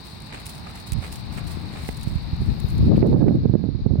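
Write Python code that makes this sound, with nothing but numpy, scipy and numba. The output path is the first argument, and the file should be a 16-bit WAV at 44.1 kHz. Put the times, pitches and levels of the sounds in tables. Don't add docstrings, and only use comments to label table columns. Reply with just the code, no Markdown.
import sys
import numpy as np
from scipy import signal
from scipy.fft import rfft, irfft
from scipy.io import wavfile
from scipy.ndimage import uniform_filter1d
from numba import njit

SR = 44100
rng = np.random.default_rng(int(sys.argv[2]) if len(sys.argv) > 2 else 0)


def digitize_waveform(pressure):
    field = np.atleast_2d(pressure).T
    bounded = np.clip(field, -1, 1)
    quanta = np.round(bounded * 32767).astype(np.int16)
    wavfile.write(sys.argv[1], SR, quanta)


N = 176400
WIND_DAMPING = 1.606


def undb(db):
    return 10 ** (np.asarray(db) / 20)


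def unit(x):
    return x / np.sqrt(np.mean(x ** 2))


def local_rms(x, seconds):
    return np.sqrt(abs(uniform_filter1d(x ** 2, int(seconds * SR))))


def clock():
    return np.arange(N) / SR


def curve(rows):
    return np.interp(clock(), *np.array(rows).T)


def pan(db):
    return undb(np.array([[db], [-db]]) / 2)


def noise():
    return rng.standard_normal((2, N))


def colour(x, points):
    hz, db = np.array(points).T
    bins = np.maximum(np.arange(N // 2 + 1) * SR / N, 1)
    gain = undb(np.interp(np.log(bins), np.log(hz), db))
    return unit(irfft(rfft(x) * gain, N))


def walk(rate):
    width = max(int(SR / rate), 1)
    drift = uniform_filter1d(rng.standard_normal(N), width, mode="wrap")
    return unit(uniform_filter1d(drift, width, mode="wrap"))


def burst(at, rise, fall):
    t = clock() - at
    return np.exp(-np.minimum(np.maximum(-t / rise, t / fall), 50))


@njit
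def svf(x, hz, damping):
    low, high = np.empty(len(x)), np.empty(len(x))
    band_state, low_state = 0., 0.
    for i in range(len(x)):
        g = np.tan(np.pi * min(hz[i], SR / 4) / SR)
        band = (band_state + g * (x[i] + 1e-18 - low_state)) / (1 + g * (g + damping))
        low[i] = low_state + g * band
        high[i] = x[i] - damping * band - low[i]
        band_state, low_state = 2 * band - band_state, 2 * low[i] - low_state
    return low, high


def rumble(x, hz, damping, low_cut_hz=37):
    corner = hz * np.ones(len(x))
    for _ in range(2):
        x = svf(x, corner, damping)[0]
    return signal.sosfilt(signal.butter(1, low_cut_hz, "high", fs=SR, output="sos"), x)


def hush():
    # (frequency [Hz], level [dB])
    spectrum = [(20, -21.5), (60, 7), (170, 3), (280, -5.5), (420, -13), (560, -15.5), (850, -10.5),
                (1150, -15.5), (1500, -20.5), (2400, -19), (3300, -27), (4500, -42.5), (6500, -42),
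                (16000, -56.5)]
    # (time [s], level [dB])
    swell = [(0, -40), (.8, -38.5), (1.4, -36.5), (2.1, -39), (2.9, -38), (3.5, -40), (4, -40.5)]
    mid, side = noise()
    bass_cut = signal.butter(1, 210, "high", fs=SR, output="sos")
    side = 0.15 * side + 0.77 * signal.sosfilt(bass_cut, side)
    air = colour(np.array([mid + side, mid - side]), spectrum)
    return air * undb(curve(swell) + 0.46 * walk(7.9)) * pan(-2)


def insects():
    # (frequency [Hz], level [dB])
    spectrum = [(2500, -36.5), (3250, -21), (3550, -6.5), (3850, 0), (4400, -0.5), (4900, -7),
                (5500, -15.5), (6300, -28.5), (8000, -54.5)]
    return colour(noise(), spectrum) * undb(-53.5 + 0.24 * walk(22)) * pan(18.5)


def grains(spectrum, spread_db=1.5, lag_s=0.0004, shared=0.36):
    sizes = undb(spread_db * walk(2500))
    right = sizes * rng.standard_normal(N)
    direct = np.array([np.roll(right, int(lag_s * SR)), right])
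    return colour(sizes * noise() + shared * direct, spectrum)


def crumble(per_s, fall_s, spread_db=3):
    hits = rng.random(N) < per_s / SR
    sizes = undb(spread_db * np.clip(rng.standard_normal(N), -2, 2))
    power = signal.lfilter([1], [1, -np.exp(-2 / (fall_s * SR))], (hits * sizes) ** 2)
    return unit(np.sqrt(power))


def sand(softens_s=0.023):
    # (time [s], level [dB], decay [s])
    sprays = [(.07, -47, 0.089), (0.203, -44, 0.0018), (0.221, -41, 0.0015), (.4, -44, 0.022),
              (0.458, -30, 0.005), (0.466, -31.5, 0.0055), (.478, -36, .002), (0.493, -36.5, 0.017),
              (0.549, -44, 0.0072), (0.758, -43.5, 0.027), (.8, -44.5, 0.021), (0.87, -41, 0.019),
              (0.921, -28, 0.0018), (.93, -28.5, 0.0033), (.934, -34, 0.0017), (1.03, -46.5, 0.11),
              (1.124, -36, 0.015), (1.158, -38, 0.009), (1.324, -54, 0.0033), (1.374, -48, 0.026),
              (1.475, -42, 0.025), (1.515, -44.5, 0.034), (1.73, -49, 0.012), (1.835, -44, 0.12),
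              (1.882, -41.5, .012), (1.97, -38.5, 0.0064), (2.012, -45, 0.014), (2.032, -36.5, 0.0054),
              (2.08, -49, 0.056), (2.364, -51.5, .003), (2.416, -47, 0.011), (2.445, -55, 0.026),
              (2.601, -41, 0.0048), (2.685, -44, 0.008), (2.703, -46, 0.0091), (2.781, -42.5, 0.0044),
              (2.97, -54, 0.014), (3.069, -39, 0.0016), (3.354, -47.5, 0.0032)]
    # (frequency [Hz], level [dB])
    spray_spectrum = [(1000, -18), (2500, -4.5), (4800, -5), (6400, -7), (8000, -3), (9700, 1),
                      (12000, -11), (15000, -6.5), (16000, -9.5)]
    # (time [s], level [dB])
    rustle_fade = [(0, -58), (1.6, -55), (1.9, -63), (2.3, -61), (2.8, -67.5), (3.2, -67), (3.5, -76),
                   (4, -80)]
    # (frequency [Hz], level [dB])
    rustle_spectrum = [(3000, -0.5), (5200, 1), (6500, -7), (7400, -6), (8500, 4.5), (9400, -0.5),
                       (10500, -7.5), (13000, -9.5), (15500, -4)]
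    # (time [s], level [dB])
    hiss_swell = [(0, -76), (1.6, -80), (1.88, -62.5), (2.25, -68), (2.55, -64), (2.7, -54.5),
                  (2.85, -65.5), (3.15, -63.5), (3.5, -72.5), (4, -79)]
    # (frequency [Hz], level [dB])
    hiss_spectrum = [(6000, -6.5), (9000, -6), (12000, 2.5), (14800, 2), (16000, -3.5)]
    sharp_power = 0
    soft_power = undb(curve(rustle_fade) + 4.0 * walk(40)) ** 2
    for at, db, fall in sprays:
        power = (undb(db) * burst(at, 0.28 * fall, fall)) ** 2
        sharpness = np.exp(-(fall / softens_s) ** 2)
        sharp_power += sharpness * power
        soft_power += (1 - sharpness) * power
    patter = crumble(per_s=1700, fall_s=0.0022)
    sharp = np.sqrt(sharp_power) * grains(spray_spectrum)
    soft = np.sqrt(soft_power) * grains(rustle_spectrum)
    hiss = undb(curve(hiss_swell)) * grains(hiss_spectrum)
    return patter * ((sharp + soft) * pan(-1.5) + hiss * pan(2.5))


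def hooves():
    # (time [s], scuff level [dB], thud level [dB], clop level [dB], scuff decay [s])
    steps = [(0.336, -40, -33, -51, 0.068), (.668, -44, -38, -40.5, 0.03), (.76, -41.5, -52, -52, .018),
             (1.031, -37, -55, -44.5, 0.029), (1.38, -36.5, -52, -43.5, 0.019),
             (1.756, -38.5, -32.5, -46, 0.065), (2.11, -49, -43, -59, 0.15),
             (2.499, -52.5, -28, -55, 0.035), (2.955, -67, -36, -51, 0.035)]
    # (frequency [Hz], level [dB])
    scuff_spectrum = [(150, -10), (400, 4), (800, 0), (1400, -2), (2300, 3), (3200, -7), (5500, -22),
                      (8500, -11), (12000, -34), (16000, -28.5)]
    # (frequency [Hz], level [dB])
    clop_spectrum = [(400, -41), (700, 7.5), (850, 8.5), (1000, -18.5), (1250, 7), (1700, -8),
                     (3000, -32.5), (6000, -51)]
    scuff = thud = clop = 0
    for at, scuff_db, thud_db, clop_db, fall in steps:
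        scuff += undb(scuff_db) * burst(at, 0.45 * fall, fall)
        thud += undb(thud_db) * burst(at, rise=0.0063, fall=0.022)
        clop += undb(clop_db) * burst(at, rise=0.0044, fall=0.03)
    clods = crumble(per_s=510, fall_s=0.0029)
    ground = unit(rumble(rng.standard_normal(N), hz=240, damping=2.0))
    surface = scuff * clods * grains(scuff_spectrum) + clop * grains(clop_spectrum)
    return surface * pan(-3) + thud * ground


def thump(at, db, hz, size=4096):
    push = rumble(signal.unit_impulse(size), 1.443 * hz, WIND_DAMPING)
    push = svf(push, np.full(size, 0.52 * hz), damping=0.64)[1]
    position = (clock() - at) * SR + np.argmax(push)
    return undb(db) * np.interp(position, np.arange(size), push / abs(push).max(), left=0, right=0)


def turbulence(pressure, buffets, eddy_db=2.5, wake_db=-14, octaves_per_db=0.08):
    wake_power = sum((undb(db + wake_db) * burst(at, rise=0.0098, fall=0.012)) ** 2
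                     for at, db, _ in buffets)
    flutter_db = eddy_db * np.tanh(4.2 * walk(41.5))
    level_db = 10 * np.log10(undb(curve(pressure) + flutter_db) ** 2 + wake_power)
    corner_hz = np.clip(195 * 2 ** (octaves_per_db * (level_db + 18)), 168.7, 395)
    flow = rumble(rng.standard_normal(N) / np.sqrt(corner_hz), corner_hz, WIND_DAMPING)
    flow = unit(svf(flow, 0.23 * corner_hz, damping=1.5)[1])
    flow = unit(flow / local_rms(flow, 0.025) ** 0.65)
    return flow * undb(level_db) + sum(thump(at, db, hz) for at, db, hz in buffets)


def wind():
    # (time [s], level [dB])
    pressure_left = [(0, -51), (.85, -46), (1.2, -32), (1.58, -25.5), (1.78, -34), (2, -29.5), (2.2, -31.5),
                     (2.5, -19.5), (2.59, -27.5), (2.69, -24.5), (2.8, -19), (2.93, -10.5), (3.06, -12.5),
                     (3.2, -16.5), (3.35, -14.5), (3.5, -22), (3.7, -30.5), (4, -25)]
    pressure_right = [(0, -75), (.89, -45), (.96, -21.5), (1.12, -48), (1.95, -46), (2.13, -24.5),
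                      (2.24, -44), (2.41, -29.5), (2.62, -35.5), (2.83, -16.5), (2.91, -23), (3.005, -16),
                      (3.04, -6.5), (3.1, -16), (3.15, -6.5), (3.19, -15), (3.23, -5.5), (3.3, -11),
                      (3.335, -13), (3.37, -10), (3.4, -16.5), (3.5, -13.5), (3.7, -13.5), (3.83, -19),
                      (3.92, -16), (4, -8.5)]
    # (time [s], peak level [dB], centre [Hz])
    buffets_left = [(1.572, -17, 240), (1.737, -24.5, 330), (1.836, -21, 130), (2.332, -14, 110),
                    (2.486, -9, 90), (2.644, -8, 130), (2.808, -6, 132), (2.832, -7, 125),
                    (2.921, -5.5, 380), (2.946, -7.5, 250), (2.979, -4.5, 330), (3.324, -7.5, 200),
                    (3.387, -4.5, 120), (3.819, -4, 100), (3.99, -0.5, 150)]
    buffets_right = [(0.924, -11.5, 88.5), (0.967, -12, 92), (.987, -15.5, 108), (2.074, -11, 158),
                     (2.158, -9.5, 97), (2.331, -12, 118), (2.402, -13, 92), (2.42, -14, 169),
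                     (2.871, -5.5, 128), (2.949, -7, 137), (3.029, 5, 400), (3.062, -5.5, 138.7),
                     (3.129, -3.5, 343), (3.149, 0.5, 169.5), (3.162, -1.5, 324), (3.228, -0.5, 320),
                     (3.242, 4.5, 260), (3.283, 0.5, 256), (3.309, -3, 280), (3.354, -6, 262),
                     (3.457, 7.5, 244), (3.497, 4.5, 187), (3.539, 4, 221), (3.554, 8.5, 303),
                     (3.64, -0.5, 259), (3.689, 0, 190), (3.75, -2, 127), (3.864, 8, 195),
                     (3.909, 3.5, 134), (3.937, -0.5, 165), (3.957, -3, 290)]
    return np.array([turbulence(pressure_left, buffets_left), turbulence(pressure_right, buffets_right)])


def knock(at=1.889):
    # (frequency [Hz], level [dB])
    spectrum = [(200, 4), (800, 2), (1400, -13), (2050, -2), (3000, -15), (6000, -23), (16000, -38)]
    crack = undb(-28) * burst(at, rise=0.00036, fall=0.0037) * grains(spectrum)
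    return (thump(at, db=-20.5, hz=297) + crack) * pan(-12)


def clicks():
    # (time [s], level [dB], ring [Hz], decay [s])
    touches = [(2.963, -43, 3150, .007), (3.03, -29.5, 1980, 0.0011), (3.285, -35, 2040, 0.0033)]
    out = 0
    for at, db, hz, fall in touches:
        corner = np.full(N, float(hz))
        ring = svf(rng.standard_normal(N), corner, damping=0.35)[0]
        mellowed = svf(ring, corner, damping=1.4)[0]
        out += undb(db) * burst(at, 0.0046, fall) * unit(mellowed)
    return out * pan(-10)


def far_tone():
    # (time [s], pitch [Hz], level [dB])
    contour = [(3.119, 1760, -71), (3.2, 1646, -56.5), (3.399, 1678, -62.5), (3.46, 1630, -59),
               (3.62, 1640, -61), (3.8, 1650, -83.5)]
    times, hz, db = np.array(contour).T
    t = clock()
    pitch = np.interp(t, times, hz) * (1 + 0.0039 * walk(40))
    gain = undb(np.interp(t, times, db) + 2.1 * walk(25))
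    gate = (t > times[0]) & (t < times[-1])
    return gate * gain * np.sin(2 * np.pi * np.cumsum(pitch) / SR) * pan(-12)


def scene():
    return wind() + hooves() + sand() + knock() + clicks() + hush() + insects() + far_tone()


@njit
def follow(x, attack, release):
    out, level = np.empty(len(x)), 0.
    for i in range(len(x)):
        level += (x[i] - level) / (SR * (attack if x[i] > level else release))
        out[i] = level
    return out


def record(dry, limit_db=-10.5, detector_s=0.016, ceiling=0.96, top_hz=16100):
    level = local_rms(dry, detector_s).max(axis=0)
    excess_db = 20 * np.log10(np.maximum(level / undb(limit_db), 1))
    quick_db = follow(excess_db, attack=1 / SR, release=0.023)
    slow_db = follow(excess_db, attack=0.068, release=2.5)
    gain = undb(-np.maximum(quick_db, slow_db))
    ducked = dry * uniform_filter1d(gain, int(detector_s * SR))
    rounded = ducked / (1 + (ducked / ceiling) ** 8) ** (1 / 8)
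    return signal.sosfilt(signal.ellip(10, .2, 80, top_hz, fs=SR, output="sos"), rounded)


dry = scene()
out = record(dry)
digitize_waveform(out)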